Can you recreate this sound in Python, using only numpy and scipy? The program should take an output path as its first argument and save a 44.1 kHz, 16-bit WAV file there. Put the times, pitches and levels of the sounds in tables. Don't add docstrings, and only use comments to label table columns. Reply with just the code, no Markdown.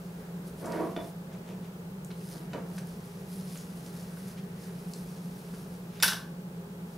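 import sys
import numpy as np
from scipy import signal
from scipy.fft import rfft, irfft
from scipy.io import wavfile
from scipy.ndimage import uniform_filter1d

SR = 44100
rng = np.random.default_rng(int(sys.argv[2]) if len(sys.argv) > 2 else 0)


def bounce(signal):
    frames = np.transpose(np.atleast_2d(signal))
    limited = np.clip(frames, -1, 1)
    pcm = np.round(limited * 32767).astype(np.int16)
    wavfile.write(sys.argv[1], SR, pcm)


def level_to_linear(level):
    exponent = np.asarray(level, float) / 20
    return 10 ** exponent


N = 307377
T = np.arange(N) / SR
STEP = 64
LEFT_RIGHT = np.array([[1], [-1]])


def unit(x):
    return x / np.sqrt(np.mean(x ** 2))


def noise():
    return rng.standard_normal(N)


def colour(x, points):
    hz, db = np.transpose(points)
    f = np.maximum(np.arange(N // 2 + 1) * SR / N, 1)
    gain = level_to_linear(np.interp(np.log(f), np.log(hz), db))
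    return irfft(rfft(x) * gain, N)


def band(x, hz, width):
    b, a = signal.iirpeak(hz, hz / width, fs=SR)
    return signal.lfilter(b, a, x)


def steep(x, hz, width):
    return unit(band(band(x, hz, width), hz, width))


def butter(x, order, hz, kind="low"):
    return signal.sosfilt(signal.butter(order, hz, kind, fs=SR, output="sos"), x)


def walk(rate):
    hold = int(SR / rate)
    held = np.repeat(rng.standard_normal(N // hold + 1), hold)
    return 1.099 * uniform_filter1d(uniform_filter1d(held, hold), hold)[:N]


def wandering_tone(hz, wander_hz, rate):
    return np.sqrt(2) * np.sin(2 * np.pi * np.cumsum(hz + wander_hz * walk(rate)) / SR)


def grains(rate, spread_db):
    chance, size, sign = rng.random(N), rng.exponential(1, N), rng.standard_normal(N)
    return unit((chance < rate / SR) * level_to_linear(spread_db * size) * sign)


def swells(rows):
    t = T[::STEP]
    roundness = 1.62
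    envelopes = []
    for s, db, up_ms, down_ms, *_ in rows:
        away = np.where(t < s, 1e3 * (s - t) / up_ms, 1e3 * (t - s) / down_ms)
        envelopes.append(level_to_linear(db - 10 * away ** roundness))
    return envelopes


def together(moves, colours_db):
    power = sum((e * level_to_linear(db)) ** 2 for e, db in zip(moves, colours_db))
    return np.interp(T, T[::STEP], np.sqrt(power))


def add(out, s, sound):
    i = int(s * SR)
    out[i:i + len(sound)] += sound[:N - i]


def ring(hz, t60):
    t = T[:8192]
    return np.sin(2 * np.pi * hz * t) * 1000. ** (-t / np.clip(t60, .003, .18))


def puff(length):
    return rng.standard_normal(4096) * np.exp(-T[:4096] / length)


# frequency in Hz, level in dB per Hz.
AIR = [(15, -57), (25, -20), (140, -12), (179, -7), (210, -21.5), (241, -11), (291, -18), (413, -14.5),
       (788, -23.5), (854, -24.5), (926, -24.5), (1630, -30), (1970, -36.5), (2440, -37), (6000, -40.5),
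       (15700, -40)]
# frequency in Hz, level in dB per Hz.
AIR_SIDE = [(15, -61), (25, -34), (148, -17), (184, -11), (788, -8), (854, -7), (1150, -11.5), (1680, -14),
            (1820, -14), (11100, -32), (15700, -35.5)]


def hiss():
    mid = level_to_linear(-49.5 + 0.55 * walk(3.15)) * unit(colour(noise(), AIR))
    side = level_to_linear(-56.5) * unit(colour(noise(), AIR_SIDE))
    return mid, side


# frequency in Hz, width in Hz, rms level in dB.
DRONE = [(169.3, 11.7, -50.5), (189.9, 7.8, -50), (147.8, 11.6, -52.5), (120, 14, -59.5),
         (220.4, 7.7, -60.5), (232.8, 3.9, -64.5), (409, 67, -55), (529, 1.7, -67.5)]
# frequency in Hz, wander in Hz, rms level in dB.
HUM = [(172.1, 1.523, -45), (186.8, 1.848, -48.5)]


def appliance():
    out = np.zeros(N)
    for hz, width, db in DRONE:
        out += level_to_linear(db) * unit(band(band(noise(), hz, width), hz, 2.55 * width))
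    for hz, wander_hz, db in HUM:
        out += level_to_linear(db + walk(6)) * wandering_tone(hz, wander_hz, 4)
    return out


# frequency in Hz, wander in Hz, mid level in dB,
# side level in dB, start in seconds, end in seconds.
WHINES = [
    (839.8, 1.5, -68, -66, -1, 8),
    (1922, 30, -75, -88, 2.9, 4.75),
    (2880, 35, -88, -74, 2.35, 4.75),
]


def camera_whines():
    mid, side = np.zeros(N), np.zeros(N)
    for hz, wander_hz, mid_db, side_db, start, end in WHINES:
        fade = np.clip(np.minimum(T - start, end - T) / 0.033, 0, 1)
        whine = wandering_tone(hz, wander_hz, 25) * fade
        mid += level_to_linear(mid_db) * whine
        side += level_to_linear(side_db) * whine
    return mid, side


def background():
    hiss_mid, hiss_side = hiss()
    whine_mid, whine_side = camera_whines()
    mid = hiss_mid + appliance() + whine_mid
    return mid * level_to_linear([[-.15], [.15]]) + (hiss_side + whine_side) * LEFT_RIGHT


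# peak in seconds, peak level in dB, milliseconds to swell 10 dB,
# milliseconds to fade 10 dB.
BRUSHES = [
    (.221, -66, 250, 332),
    (2.401, -61, 120, 350),
    (4.051, -68, 220, 220),
    (4.651, -63.5, 320, 140),
]


def brushes():
    cloth = steep(noise(), 1620, 800) * level_to_linear(1.8 * walk(20))
    return cloth * together(swells(BRUSHES), np.zeros(len(BRUSHES)))


# frequency in Hz, width in Hz.
RUSTLE_BANDS = [(5230, 5630), (9300, 5800), (2530, 3450)]
# time in seconds, level in dB.
HANDLING = [(0, -66), (.55, -77), (.62, -63), (1.05, -64), (1.14, -77), (2.03, -87), (2.12, -71),
            (2.5, -73), (2.7, -67), (3.25, -64), (3.6, -58.5), (4.3, -67), (4.42, -67), (4.85, -61),
            (5.3, -62.5), (5.75, -65), (5.85, -71), (6.8, -77)]
# peak in seconds, peak level in dB, milliseconds to swell 10 dB,
# milliseconds to fade 10 dB, brightness in dB.
SLIDES = [(.201, -66.5, 30, 30, 0), (.481, -57.5, 28, 24, -2), (.602, -58, 33, 60, 1.5),
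          (.666, -57, 20, 30, -3), (1.081, -60, 100, 42, -0.5), (2.321, -53.5, 135, 107, -2),
          (2.783, -56.5, 79, 33, -1), (2.886, -60, 26, 80, -3.5), (3.056, -64.5, 38, 110, 1.5),
          (3.335, -58.5, 56, 140, 4), (3.531, -54, 78, 80, -1), (3.591, -55.5, 62, 60, -2),
          (3.776, -64, 40, 35, 5), (3.869, -55.5, 35, 37, -4), (3.971, -57, 45, 140, -3),
          (4.201, -58, 108, 90, -1), (4.306, -54.5, 63, 45, -5), (4.641, -58.5, 61, 90, -2.5),
          (4.945, -60.5, 80, 168, 0.5), (5.131, -62, 60, 120, -4), (5.371, -63, 52, 69, -3),
          (5.581, -61, 140, 80, 0.5), (5.741, -65, 45, 45, 2), (6.968, -65, 150, 30, -2)]
CREAKS = [
    (.771, -61, 110, 126, 1),
    (1.335, -67, 30, 60, -8),
    (1.501, -64.5, 53, 53, -12),
    (1.655, -67, 35, 30, -2),
    (2.536, -66, 30, 90, -10),
    (5.986, -62.5, 86, 45, -4),
    (4.386, -63, 20, 30, -12),
]


def rustle():
    handling = level_to_linear(np.interp(T[::STEP], *np.transpose(HANDLING)))
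    moves = [handling, *swells(SLIDES), *swells(CREAKS)]
    middle_db = np.zeros(len(moves))
    bright_db = [-3] + [row[4] for row in SLIDES + CREAKS]
    body_db = np.array([-1.5] + [-5] * len(SLIDES) + [9.5] * len(CREAKS)) - 3
    slips = grains(9000, spread_db=1.5)
    levels = [together(moves, db) for db in (middle_db, bright_db, body_db)]
    mid = np.zeros(N)
    for (hz, width), level in zip(RUSTLE_BANDS, levels):
        mid += steep(slips, hz, width) * level * level_to_linear(walk(30))
    return mid + level_to_linear(-13) * np.roll(mid, 37) * LEFT_RIGHT


# frequency in Hz, width in Hz, level in dB.
BOARD = [(247, 80, -8), (277.5, 2.2, 4.5), (317, 24, 1), (367, 9.5, 2.5), (438, 36, -1), (521, 20, -4.5),
         (548, 19, -3.5), (641.6, 15.6, 1), (696, 13.5, -1), (761, 33, -7.5), (964, 82, -7), (1143, 39, -6),
         (1236, 64, -18)]
# peak in seconds, peak level in dB,
# milliseconds to swell 10 dB, milliseconds to fade 10 dB, slap level in dB.
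FLOPS = [(.656, -40, 39, 90, -15.5), (.751, -35, 90, 60, -13), (.815, -32, 38, 44, -25),
         (.861, -38.5, 20, 40, -21), (.976, -39, 15, 63, -16), (1.311, -54, 15, 50, -16),
         (1.521, -49.5, 57, 35, -15), (2.361, -53.5, 80, 30, -11), (2.421, -53, 30, 40, -14),
         (2.549, -38, 16, 50, -12.5), (2.751, -55, 72, 18, -21)]


def flops():
    moves = swells(FLOPS)
    drum = together(moves, np.zeros(len(moves)))
    face = together(moves, [row[4] for row in FLOPS])
    shared = grains(1500, spread_db=0.5)
    sides = []
    for pan_db in (-0.75, 0.75):
        push = shared + 0.45 * grains(1500, spread_db=0.5)
        soft = butter(push, 2, 1100)
        body = np.zeros(N)
        for k, (hz, width, db) in enumerate(BOARD):
            body += (-1) ** k * level_to_linear(db) * band(soft, hz, width)
        slap = steep(butter(push, 4, 2200), 1300, 1600)
        sides.append((unit(body) * drum + slap * face) * level_to_linear(pan_db))
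    return np.array(sides)


# time in seconds, level in dB.
DROPS = [
    (0.9632, -32),
    (.972, -33),
    (2.5337, -36),
    (2.548, -36.5),
]


def drops():
    out = np.zeros(N)
    for s, db in DROPS:
        chance = rng.standard_normal((len(BOARD), 2))
        for (hz, width, mode_db), (a, b) in zip(BOARD, chance):
            level = level_to_linear(db - 9.5 + 0.48 * mode_db + 5.1 * a)
            add(out, s, level * np.sign(b) * ring(hz, 1.56 / width))
    return out * level_to_linear([[-1.2], [1.2]])


# time in seconds, peak level in dB, ring frequency in Hz,
# seconds for the ring to die by 60 dB, thud level in dB.
KNOCKS = [(.9637, -42.5, 3460, 0.02, 4), (.9645, -35.5, 3474, 0.035, -14), (.966, -50, 4570, 0.015, -18),
          (0.9636, -37.5, 1500, 0.022, -15), (0.9647, -41, 2410, 0.02, -20), (2.105, -49.5, 2020, 0.011, 6),
          (2.11, -46, 4100, 0.02, -6), (2.5329, -42.5, 2600, 0.014, 6.5), (2.7806, -40.5, 1600, 0.018, 1.5),
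          (3.5562, -46, 2420, 0.015, 2.5), (4.171, -46, 1500, 0.021, -3), (4.3877, -50, 3400, 0.016, -6),
          (5.539, -50, 1610, 0.018, 2), (6.001, -34, 3640, 0.019, -2.5), (6.001, -42, 5030, 0.028, -17),
          (6.011, -41, 7200, 0.034, -25), (2.212, -51, 2780, 0.011, -3)]


def knocks():
    out = np.zeros(N)
    for s, db, hz, t60, thud_db in KNOCKS:
        add(out, s, level_to_linear(db) * ring(hz, t60) * np.clip(T[:8192] / 0.00041, 0, 1))
        thud = band(band(puff(0.0048), 1500, 2800), 1400, 2600)
        add(out, s, level_to_linear(db + thud_db) * 2.14 * thud)
    return out


# time in seconds, peak level in dB, centre in Hz,
# length in seconds, width as a share of the centre.
TICKS = [(0.478, -44, 8920, 0.0017, 0.98), (6.0003, -42, 8000, 0.0033, 1), (0.658, -41.5, 7000, 0.0044, 1),
         (0.7218, -38, 5530, 0.0022, 0.95), (2.0472, -36, 9710, 0.0013, 0.8),
         (2.115, -39, 4200, 0.0015, 0.8), (2.38, -41, 4160, 0.0015, 0.8), (2.784, -37, 5870, 0.0026, 0.91),
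         (2.871, -43, 10200, 0.0019, 0.74), (3.5744, -29.5, 7070, 0.0017, 0.25),
         (3.863, -38, 5840, 0.0018, 0.62), (4.9362, -33.5, 5600, 0.0013, 0.96)]


def ticks():
    out = np.zeros(N)
    for s, db, hz, length, share in TICKS:
        crack = band(band(puff(length), hz, share * hz), hz, 1.1 * share * hz)
        add(out, s, level_to_linear(db + 2) * crack)
    return out


# time in seconds, peak level in dB, handle level in dB,
# blade level in dB.
SNAP = [(6.0252, -10, -25, -2), (6.0288, -14.5, -6, 7), (6.0328, -9.5, 1, -11), (6.0373, -18, 1, -11),
        (6.0423, -16.5, -30, 4), (6.05, -24, -22, -17), (6.0527, -30, -22, -7), (6.06, -20.5, -22, -3),
        (6.0741, -28, -23, -18), (6.0792, -25, -20, -15), (6.0795, -15.5, -12, -11),
        (6.085, -22.5, 3.5, -13), (6.0923, -25, -12, -15), (6.0984, -27, -4, -13), (6.1106, -29, -11, -18),
        (6.1214, -31.5, 9, -13), (6.1322, -24, -12, -15), (6.1444, -42, -14, -9)]
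# frequency in Hz, level in dB, seconds to die by 60 dB.
CUTTER = [(1204, -7, 0.026), (1532, 2.5, 0.023), (1738, -4.5, 0.045), (2280, -9, 0.01), (2750, -11, 0.019),
          (3100, -21, 0.02), (3400, -3, 0.023), (3920, -4, 0.014), (4730, -6, 0.025), (5200, -5, 0.02),
          (5600, -7, 0.028), (6040, -7.5, .02), (8900, -10, .02), (10200, -1.5, .02), (10600, -5.5, 0.02),
          (11700, -8, .025), (11500, -8, .025), (13200, -8, 0.023), (14200, -12, .02)]
# frequency in Hz, level in dB per Hz.
CRACK = [(300, -65), (600, -10.5), (1000, -4.5), (1500, -15), (2100, -10.5), (3200, -6.5), (5500, -8.5),
         (6600, -10), (8000, -11.5), (10200, -10), (12500, -16), (14300, -21), (15700, -22)]


def snap():
    rings, cracks = np.zeros(N), np.zeros(N)
    for s, db, handle_db, blade_db in SNAP:
        chance = rng.standard_normal((len(CUTTER), 3))
        for (hz, mode_db, t60), (a, b, c) in zip(CUTTER, chance):
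            part_db = np.interp(hz, [1900, 2600, 7000, 8500], [handle_db, 0, 0, blade_db])
            level = level_to_linear(db - 8 + mode_db + part_db + 2.2 * a)
            late = .0012 * abs(c)
            add(rings, s + late, level * ring(hz * (1 + 0.023 * b), t60))
        add(cracks, s, level_to_linear(db - 0.5) * puff(0.0042))
    both = rings + level_to_linear(2) * colour(cracks, CRACK)
    return butter(both, 2, 450, "high")


# frequency in Hz, seconds to die by 60 dB.
ROOM_T60 = [(200, 0.39), (1000, 0.44), (4000, 0.31), (12000, 0.31)]


def room(x):
    hz, t60 = np.transpose(ROOM_T60)
    t, tail = T[:30000], 0
    for f in 180 * 2. ** np.arange(0, 6.6, .5):
        mid = band(rng.standard_normal(len(t)), f, f / 3.9)
        side = band(rng.standard_normal(len(t)), f, f / 3.9)
        fade = 1000. ** (-t / np.interp(np.log(f), np.log(hz), t60))
        fade = fade * np.clip(t / 0.0012, 0, 1)
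        tail = tail + fade * (mid + 0.25 * side * LEFT_RIGHT)
    tail = tail * level_to_linear(-2.5) / np.sqrt(np.sum(tail ** 2) / 2)
    return signal.fftconvolve(x * np.ones((2, 1)), tail, axes=1)[:, :N]


def scene():
    hits = knocks() + ticks() + snap()
    lean = level_to_linear(-12) * np.roll(band(hits, 12000, 5800), 11) - level_to_linear(-45) * hits
    work = hits + lean * LEFT_RIGHT + flops() + drops()
    return background() + brushes() + rustle() + work + room(work)


def band_limit(x):
    return signal.sosfilt(signal.butter(12, 16030, fs=SR, output="sos"), x)


def record(dry):
    top_cut = signal.ellip(10, .2, 70, 15700, fs=SR, output="sos")
    return band_limit(signal.sosfilt(top_cut, dry))


dry = scene()
out = record(dry)
bounce(out)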